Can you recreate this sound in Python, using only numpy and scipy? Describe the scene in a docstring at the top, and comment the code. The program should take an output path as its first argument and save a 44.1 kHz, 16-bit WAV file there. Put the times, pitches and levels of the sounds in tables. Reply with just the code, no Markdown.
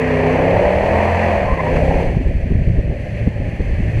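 """Country road: a V8 car accelerates, heard from a housing on its side.
Uneven firings roar in the pipes and gas rasps at the outlet, over a low drone and a brief pipe howl.
The revs climb, drop with a few short squeals, and after one more push the throttle closes.
Left are a weak-firing burble, tyre noise, a faint gear whine and wind buffeting the housing."""
import sys
import numpy as np
from scipy import signal
from scipy.fft import rfft, irfft, next_fast_len
from scipy.io import wavfile
from scipy.ndimage import uniform_filter1d

SR = 44100
rng = np.random.default_rng(int(sys.argv[2]) if len(sys.argv) > 2 else 0)


def output_pcm(signal):
    """Save a mono or channel-first signal as 16-bit PCM at the path in sys.argv[1].

    Samples are clipped to [-1, 1] before scaling.
    """
    pcm = np.clip(np.atleast_2d(signal).T, -1, 1) * 32767
    wavfile.write(sys.argv[1], SR, np.round(pcm).astype(np.int16))


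N = 176400

# tyre hum spectrum: freq_hz, gain_db
TYRE_SPECTRUM = [(30, -0.5), (110, -2), (200, 8.5), (300, -4), (450, -2), (570, 5), (700, -5.5), (880, -17),
                 (1250, -57.5), (2000, -40), (5000, -71)]
# treble path through the housing: freq_hz, gain_db
HOUSING_SPECTRUM = [(500, -20), (1000, 0.5), (1400, -11.5), (1620, -2.5), (1850, 2), (2150, -2),
                    (2550, -4.5), (3000, -15.5), (3550, -25.5), (3850, -31.5), (4200, -23.5), (4500, -26),
                    (5300, -36.5), (6150, -31.5), (6900, -40), (7850, -37), (8400, -48.5), (8900, -42.5),
                    (10600, -44), (11600, -51.5), (12700, -51), (13500, -61), (15300, -60)]
# tyre and air hiss: time_s, level_db
HISS_LEVEL = [(0, -34.5), (.8, -32.5), (1.25, -31), (1.52, -36.5), (1.75, -31.5), (2.02, -32.5),
              (2.2, -39.5), (2.4, -40.5), (2.9, -41.5), (3.2, -37.5), (3.33, -41), (3.65, -38.5), (4, -36)]
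# gear whine: time_s, pitch_hz, level_db
GEAR_WHINE = [(0, 898, -84), (3.1, 800, -63.5), (3.35, 833, -46.5), (3.7, 775, -47), (4, 745, -50)]
# squeals and hoots: centre_s, length_s, pitch_hz, level_db, octave_re_tone_db
SQUEAL_EVENTS = [(1.232, .02, 1880, -19, -40), (1.51, 0.12, 1054, -25, -12),
                 (1.596, 0.045, 1034, -21.5, -6), (1.672, 0.095, 951, -25.5, -7),
                 (1.916, 0.04, 807, -22.5, -18), (3.2, 0.14, 584, -35, -40)]
# wind on the housing: time_s, level_db
WIND_LEVEL = [(0, -43), (.6, -22), (1.3, -33), (1.52, -15.5), (1.65, -30.5), (1.78, -17), (2.15, -19.5),
              (2.3, -15.5), (2.42, -21.5), (2.55, -17), (2.8, -20.5), (2.92, -19), (3.0, -26), (3.15, -27),
              (3.27, -36), (3.4, -19), (3.55, -25.5), (3.63, -18.5), (4, -18.5)]
# wind spectrum: freq_hz, gain_db
WIND_SPECTRUM = [(12, -7.5), (25, -4), (42, 1.5), (80, 0.5), (130, -9.5), (220, -14), (380, -20.5),
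                 (600, -34), (1200, -69.5), (4000, -86)]
# low thumps on the housing, wind buffets and one road knock: centre_s, strength_db, length_s
THUMPS = [(1.504, -13, 0.0061), (1.535, -15, 0.0071), (1.746, -10, 0.015), (1.956, -7, 0.011),
          (2.015, -11, .009), (2.071, -7.5, .013), (2.171, -8, 0.0033), (2.27, -7.5, 0.0088),
          (2.366, -9.5, 0.0096), (2.437, -8, 0.0087), (2.511, -10.5, 0.0027), (2.525, -5.5, 0.0077),
          (2.553, -3, 0.0043), (2.619, -6.5, 0.0056), (2.679, -3.5, 0.0069), (2.789, -0.5, 0.0077),
          (2.903, -10, 0.01), (3.22, -10, 0.0049), (3.276, -1.5, 0.0043), (3.606, -5.5, 0.0057),
          (3.72, -9.5, .013), (3.828, -6.5, 0.0074)]
# thump noise spectrum: freq_hz, gain_db
THUMP_SPECTRUM = [(25, -17), (70, 0), (130, 5), (260, -4.5), (400, -5.5), (600, -18), (1200, -43),
                  (4000, -83)]
# engine speed in four-stroke cycles: time_s, cycle_hz
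ENGINE_SPEED = [(0, 31.8), (.29, 31.6), (.43, 33.0), (.95, 41.4), (1.08, 43.0), (1.2, 43.7), (1.28, 43.3),
                (1.35, 41.6), (1.5, 34.8), (1.65, 31.8), (1.73, 31.8), (1.95, 34.1), (2.1, 33.4),
                (2.7, 28.5), (4, 26.5)]
# overrun burble: time_s, level_db
BURBLE_LEVEL = [(0, -52), (2.0, -33), (2.2, -37.5), (2.7, -18), (3.05, -28.5), (3.25, -21.5), (3.5, -26.5),
                (3.8, -22.5), (4, -17.5)]
# burble orders (multiples of the cycle rate), 3 up: gain_db
BURBLE_ORDER_DB = [0, 4, -4, -8, -24, -21]
# exhaust drone: time_s, gain_db
DRONE_GAIN = [(0, -2), (.3, -1.5), (.6, -2), (1.35, -1.5), (1.5, -8), (1.65, -4.5), (1.8, 0), (2.0, -4),
              (2.15, -6), (2.4, -33), (4, -23.5)]
# drone orders 2-5: low_revs_db, high_revs_db
DRONE_ORDERS = [(-27, -21), (-25.5, -31.5), (-33.5, -39), (-22.5, -25.5)]
# firing tone: time_s, level_db
BOOM_LEVEL = [(0, -23), (.15, -24.5), (.3, -20), (.45, -24), (.62, -28), (.78, -48), (.95, -21), (1.1, -36),
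              (1.3, -37.5), (1.55, -37), (1.68, -24.5), (1.9, -25.5), (2.05, -31.5), (4, -84)]
# pipe howl: time_s, pitch_hz, level_db
PIPE_HOWL = [(0, 452.6, -18.5), (.08, 439.6, -23), (.16, 413.5, -21), (.28, 415, -20.5), (.37, 410, -40),
             (.46, 430, -46), (.7, 450, -70.5), (4, 480, -92.5)]
# eight uneven firings of a cycle, two of them loud: gain_db
FIRING_DB = [-3.5, -3, -4, 4, 4, -5, -2.5, -1]
# escaping gas: time_s, level_db
RASP_LEVEL = [(0, -26.5), (.35, -26.5), (.85, -28.5), (.97, -26), (1.25, -26), (1.4, -27.5), (1.55, -33.5),
              (1.78, -33.5), (1.92, -41.5), (2.02, -34), (2.15, -54), (2.35, -55), (4, -47)]
# exhaust roar: time_s, level_db
ROAR_LEVEL = [(0, -23.5), (.3, -17), (.5, -14), (.66, -13), (.75, -16), (.86, -16.5), (.97, -15),
              (1.15, -18.5), (1.34, -16), (1.45, -19), (1.56, -23.5), (1.73, -18), (1.92, -18.5),
              (2.03, -20.5), (2.15, -30), (2.4, -48), (4, -39.5)]
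# pipe response: freq_hz, gain_db
PIPE_SPECTRUM = [(60, -11), (200, -7.5), (330, -4.5), (430, 0), (540, 5), (660, 3.5), (780, -2),
                 (900, -4.5), (1020, -12.5), (1150, -25.5), (1400, -23), (2500, -51), (5000, -80)]
# ragged roar orders, 10 up: gain_db
ROAR_ORDER_DB = [-5, -4.5, -4.5, -3, 2, -4.5, -1, 0, -0.5, 0, -10, -2.5, -6, -8.5, -11.5, -21.5, -12, -13.5,
                 -17]


def from_db(db):
    """Decibels to gain."""
    return 10 ** (np.asarray(db) / 20)


def unit_rms(x):
    """Scale to unit power."""
    return x / np.sqrt(np.mean(x ** 2) + 1e-20)


def curve(rows, column=1):
    """Table column interpolated to every sample."""
    rows = np.array(rows)
    return np.interp(np.arange(N) / SR, rows[:, 0], rows[:, column])


def coloured(x, spectrum):
    """Shape x by a spectrum and a 10 Hz low cut; unit power."""
    hz, db = np.transpose(spectrum)
    size = next_fast_len(N + SR // 4)
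    bin_hz = np.maximum(np.fft.rfftfreq(size, 1 / SR), 1)
    gain = from_db(np.interp(np.log(bin_hz), np.log(hz), db)) * bin_hz / np.hypot(bin_hz, 10)
    return unit_rms(irfft(rfft(x, size) * gain, size)[:N])


def drift(rate_hz):
    """Smooth random wander, unit RMS."""
    hop, settle = 40, 2000
    pole = np.exp(-2 * np.pi * rate_hz * hop / SR)
    noise = rng.standard_normal(N // hop + settle + 2)
    slow = signal.lfilter([1], [1, -2 * pole, pole * pole], noise)[settle:]
    return np.interp(np.arange(N) / hop, np.arange(len(slow)), unit_rms(slow))


def evened(x, samples):
    """Hold running power near 1."""
    power = uniform_filter1d(uniform_filter1d(x ** 2, samples), samples)
    return x / np.sqrt(np.abs(power) + 1e-9)


def swell(centre_s, half_width_s):
    """Gaussian bump, peak 1."""
    return np.exp(-2 * np.minimum(((np.arange(N) / SR - centre_s) / half_width_s) ** 2, 20))


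def tone(turns):
    """Unit-power sine, random start phase."""
    return np.sqrt(2) * np.sin(2 * np.pi * (turns + rng.random()))


def tyre_hum(level_db=-31, flutter_db=2.1):
    """Tyres hum on the road."""
    return from_db(level_db + flutter_db * drift(21)) * coloured(rng.standard_normal(N), TYRE_SPECTRUM)


def hiss(low_cut_hz=1530, tilt_db_per_octave=3.87, flutter_db=0.5):
    """Tyre and air hiss through the housing."""
    low_cut = signal.butter(3, low_cut_hz, "high", fs=SR, output="sos")
    air = signal.sosfilt(low_cut, rng.standard_normal(N))
    spectrum = [(hz, db + tilt_db_per_octave * np.log2(hz)) for hz, db in HOUSING_SPECTRUM]
    return from_db(curve(HISS_LEVEL) + flutter_db * drift(22)) * coloured(air, spectrum)


def gear_whine(slip_turns=0.2):
    """Gears whine faintly while coasting."""
    turns = np.cumsum(curve(GEAR_WHINE)) / SR + slip_turns * drift(15)
    return from_db(curve(GEAR_WHINE, column=2)) * tone(turns)


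def rattle(centre_s=1.768, half_width_s=.014, level_db=-25):
    """A crack in the road rattles the bodywork."""
    envelope = from_db(level_db) * swell(centre_s, half_width_s)
    return envelope * coloured(rng.standard_normal(N), HOUSING_SPECTRUM)


def squeals(waver=.04, flutter_db=3.0):
    """Brief wavering tones with a weak octave."""
    out = np.zeros(N)
    for centre_s, length_s, pitch_hz, level_db, octave_db in SQUEAL_EVENTS:
        turns = np.cumsum(pitch_hz * (1 + waver * drift(130))) / SR
        envelope = from_db(level_db + flutter_db * drift(110)) * swell(centre_s, length_s / 2)
        out += envelope * (tone(turns) + from_db(octave_db) * tone(2 * turns))
    return out


def wind(lump_db=5, lump_hz=21):
    """Lumpy turbulence on the housing."""
    lumps = rng.standard_normal(N) * from_db(lump_db * drift(lump_hz))
    return from_db(curve(WIND_LEVEL)) * evened(coloured(lumps, WIND_SPECTRUM), samples=3200)


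def thumps(pressure_gain_db=-3.5, burst_gain_db=-13.5, burst_half_width_s=0.01):
    """Wind buffets and one road knock: a down-up pressure swing plus noise, more if shorter."""
    pressure, bursts = np.zeros(N), np.zeros(N)
    mean_length_s = np.mean([length_s for _, _, length_s in THUMPS])
    for centre_s, strength_db, length_s in THUMPS:
        ramp = 2 * np.sqrt(np.e) * (np.arange(N) / SR - centre_s) / length_s
        pressure += from_db(strength_db) * ramp * swell(centre_s, length_s)
        burst_peak = from_db(strength_db + burst_gain_db) * mean_length_s / length_s
        bursts += burst_peak * swell(centre_s, burst_half_width_s)
    noise = evened(coloured(rng.standard_normal(N), THUMP_SPECTRUM), samples=700)
    return from_db(pressure_gain_db) * pressure + bursts * noise


def ragged_orders(cycles, gains_db, first, sway_db, sway_hz, slip_turns, slip_hz):
    """Engine orders wandering in level and phase; unit power."""
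    orders = np.zeros(N)
    for order, db in enumerate(gains_db, first):
        gain = from_db(db + sway_db * drift(sway_hz))
        orders += gain * tone(order * cycles + slip_turns * drift(slip_hz))
    return unit_rms(orders)


def burble(cycles):
    """Throttle shut: weak, uneven firing."""
    orders = ragged_orders(cycles, BURBLE_ORDER_DB, first=3,
                           sway_db=4.0, sway_hz=35, slip_turns=0.061, slip_hz=5.8)
    return from_db(curve(BURBLE_LEVEL)) * orders


def drone(cycle_hz, cycles, low_revs_hz=34.6, high_revs_hz=40, waver_db=2.07):
    """Clean low exhaust orders; balance shifts with revs."""
    blend = np.clip((cycle_hz - low_revs_hz) / (high_revs_hz - low_revs_hz), 0, 1)
    orders = np.zeros(N)
    for order, (low_db, high_db) in enumerate(DRONE_ORDERS, 2):
        gain = from_db(low_db + (high_db - low_db) * blend + waver_db * drift(4.6))
        orders += gain * tone(order * cycles)
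    return from_db(curve(DRONE_GAIN)) * orders


def boom(cycles, waver_db=2.07):
    """The firing tone booms at steady revs."""
    return from_db(curve(BOOM_LEVEL) + waver_db * drift(21)) * tone(len(FIRING_DB) * cycles)


def pipe_howl(slip_turns=0.031):
    """A pipe howls before the revs climb."""
    turns = np.cumsum(curve(PIPE_HOWL)) / SR + slip_turns * drift(8.1)
    return from_db(curve(PIPE_HOWL, column=2)) * tone(turns)


def firings(cycles, roughness, jitter_s=.00018, spread_db=0.5, puff_decay_firings=0.86):
    """Eight uneven pulses a cycle, each trailed by a turbulent gas puff."""
    cylinders = len(FIRING_DB)
    index = np.arange(int(cycles[-1] * cylinders))
    time_scatter, gain_scatter = rng.standard_normal((len(index), 2)).T
    start_s = np.interp(index / cylinders, cycles, np.arange(N) / SR) + jitter_s * time_scatter
    gain_db = np.array(FIRING_DB)[index % cylinders] + spread_db * gain_scatter
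    pulses = np.zeros(N)
    pulses[np.clip((start_s * SR).astype(int), 0, N - 1)] = from_db(gain_db)
    decay_samples = puff_decay_firings * N / len(index)
    puffs = signal.lfilter([1], [1, -np.exp(-1 / decay_samples)], pulses)
    return unit_rms(pulses) + roughness * unit_rms(puffs * rng.standard_normal(N))


def exhaust(cycles, overtone_gain_db=-1.5, pulsing=.7, steady_s=.022):
    """Firings and overtones roar in the pipes; pulsing gas rasps at the outlet."""
    overtones = ragged_orders(cycles, ROAR_ORDER_DB, first=10,
                              sway_db=3.5, sway_hz=18.4, slip_turns=.18, slip_hz=11.7)
    pipes = coloured(firings(cycles, roughness=1.15), PIPE_SPECTRUM)
    pipes += from_db(overtone_gain_db) * overtones
    gas = pulsing * unit_rms(firings(cycles, roughness=3.6))
    gas += np.sqrt(1 - pulsing ** 2) * rng.standard_normal(N)
    window = int(steady_s * SR)
    roar = from_db(curve(ROAR_LEVEL)) * evened(pipes, window)
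    rasp = from_db(curve(RASP_LEVEL)) * evened(coloured(gas, HOUSING_SPECTRUM), window)
    return roar + rasp


def scene():
    """Engine, road and wind at the housing; mono."""
    cycle_hz = curve(ENGINE_SPEED)
    cycles = np.cumsum(cycle_hz) / SR
    engine = drone(cycle_hz, cycles) + boom(cycles) + pipe_howl() + exhaust(cycles) + burble(cycles)
    rolling = tyre_hum() + hiss() + gear_whine() + rattle()
    return (engine + rolling + squeals() + wind() + thumps())[None]


def record(dry):
    """Soft clip, end fade, low-pass."""
    ceiling, fade_s, stopband_hz = .95, .004, 16200
    clipped = dry / (1 + (dry / ceiling) ** 6) ** (1 / 6)
    fade = np.minimum(np.arange(N)[::-1] / (fade_s * SR), 1)
    low_pass = signal.cheby2(12, 70, stopband_hz, fs=SR, output="sos")
    return signal.sosfilt(low_pass, clipped * fade)


dry = scene()
out = record(dry)
output_pcm(out)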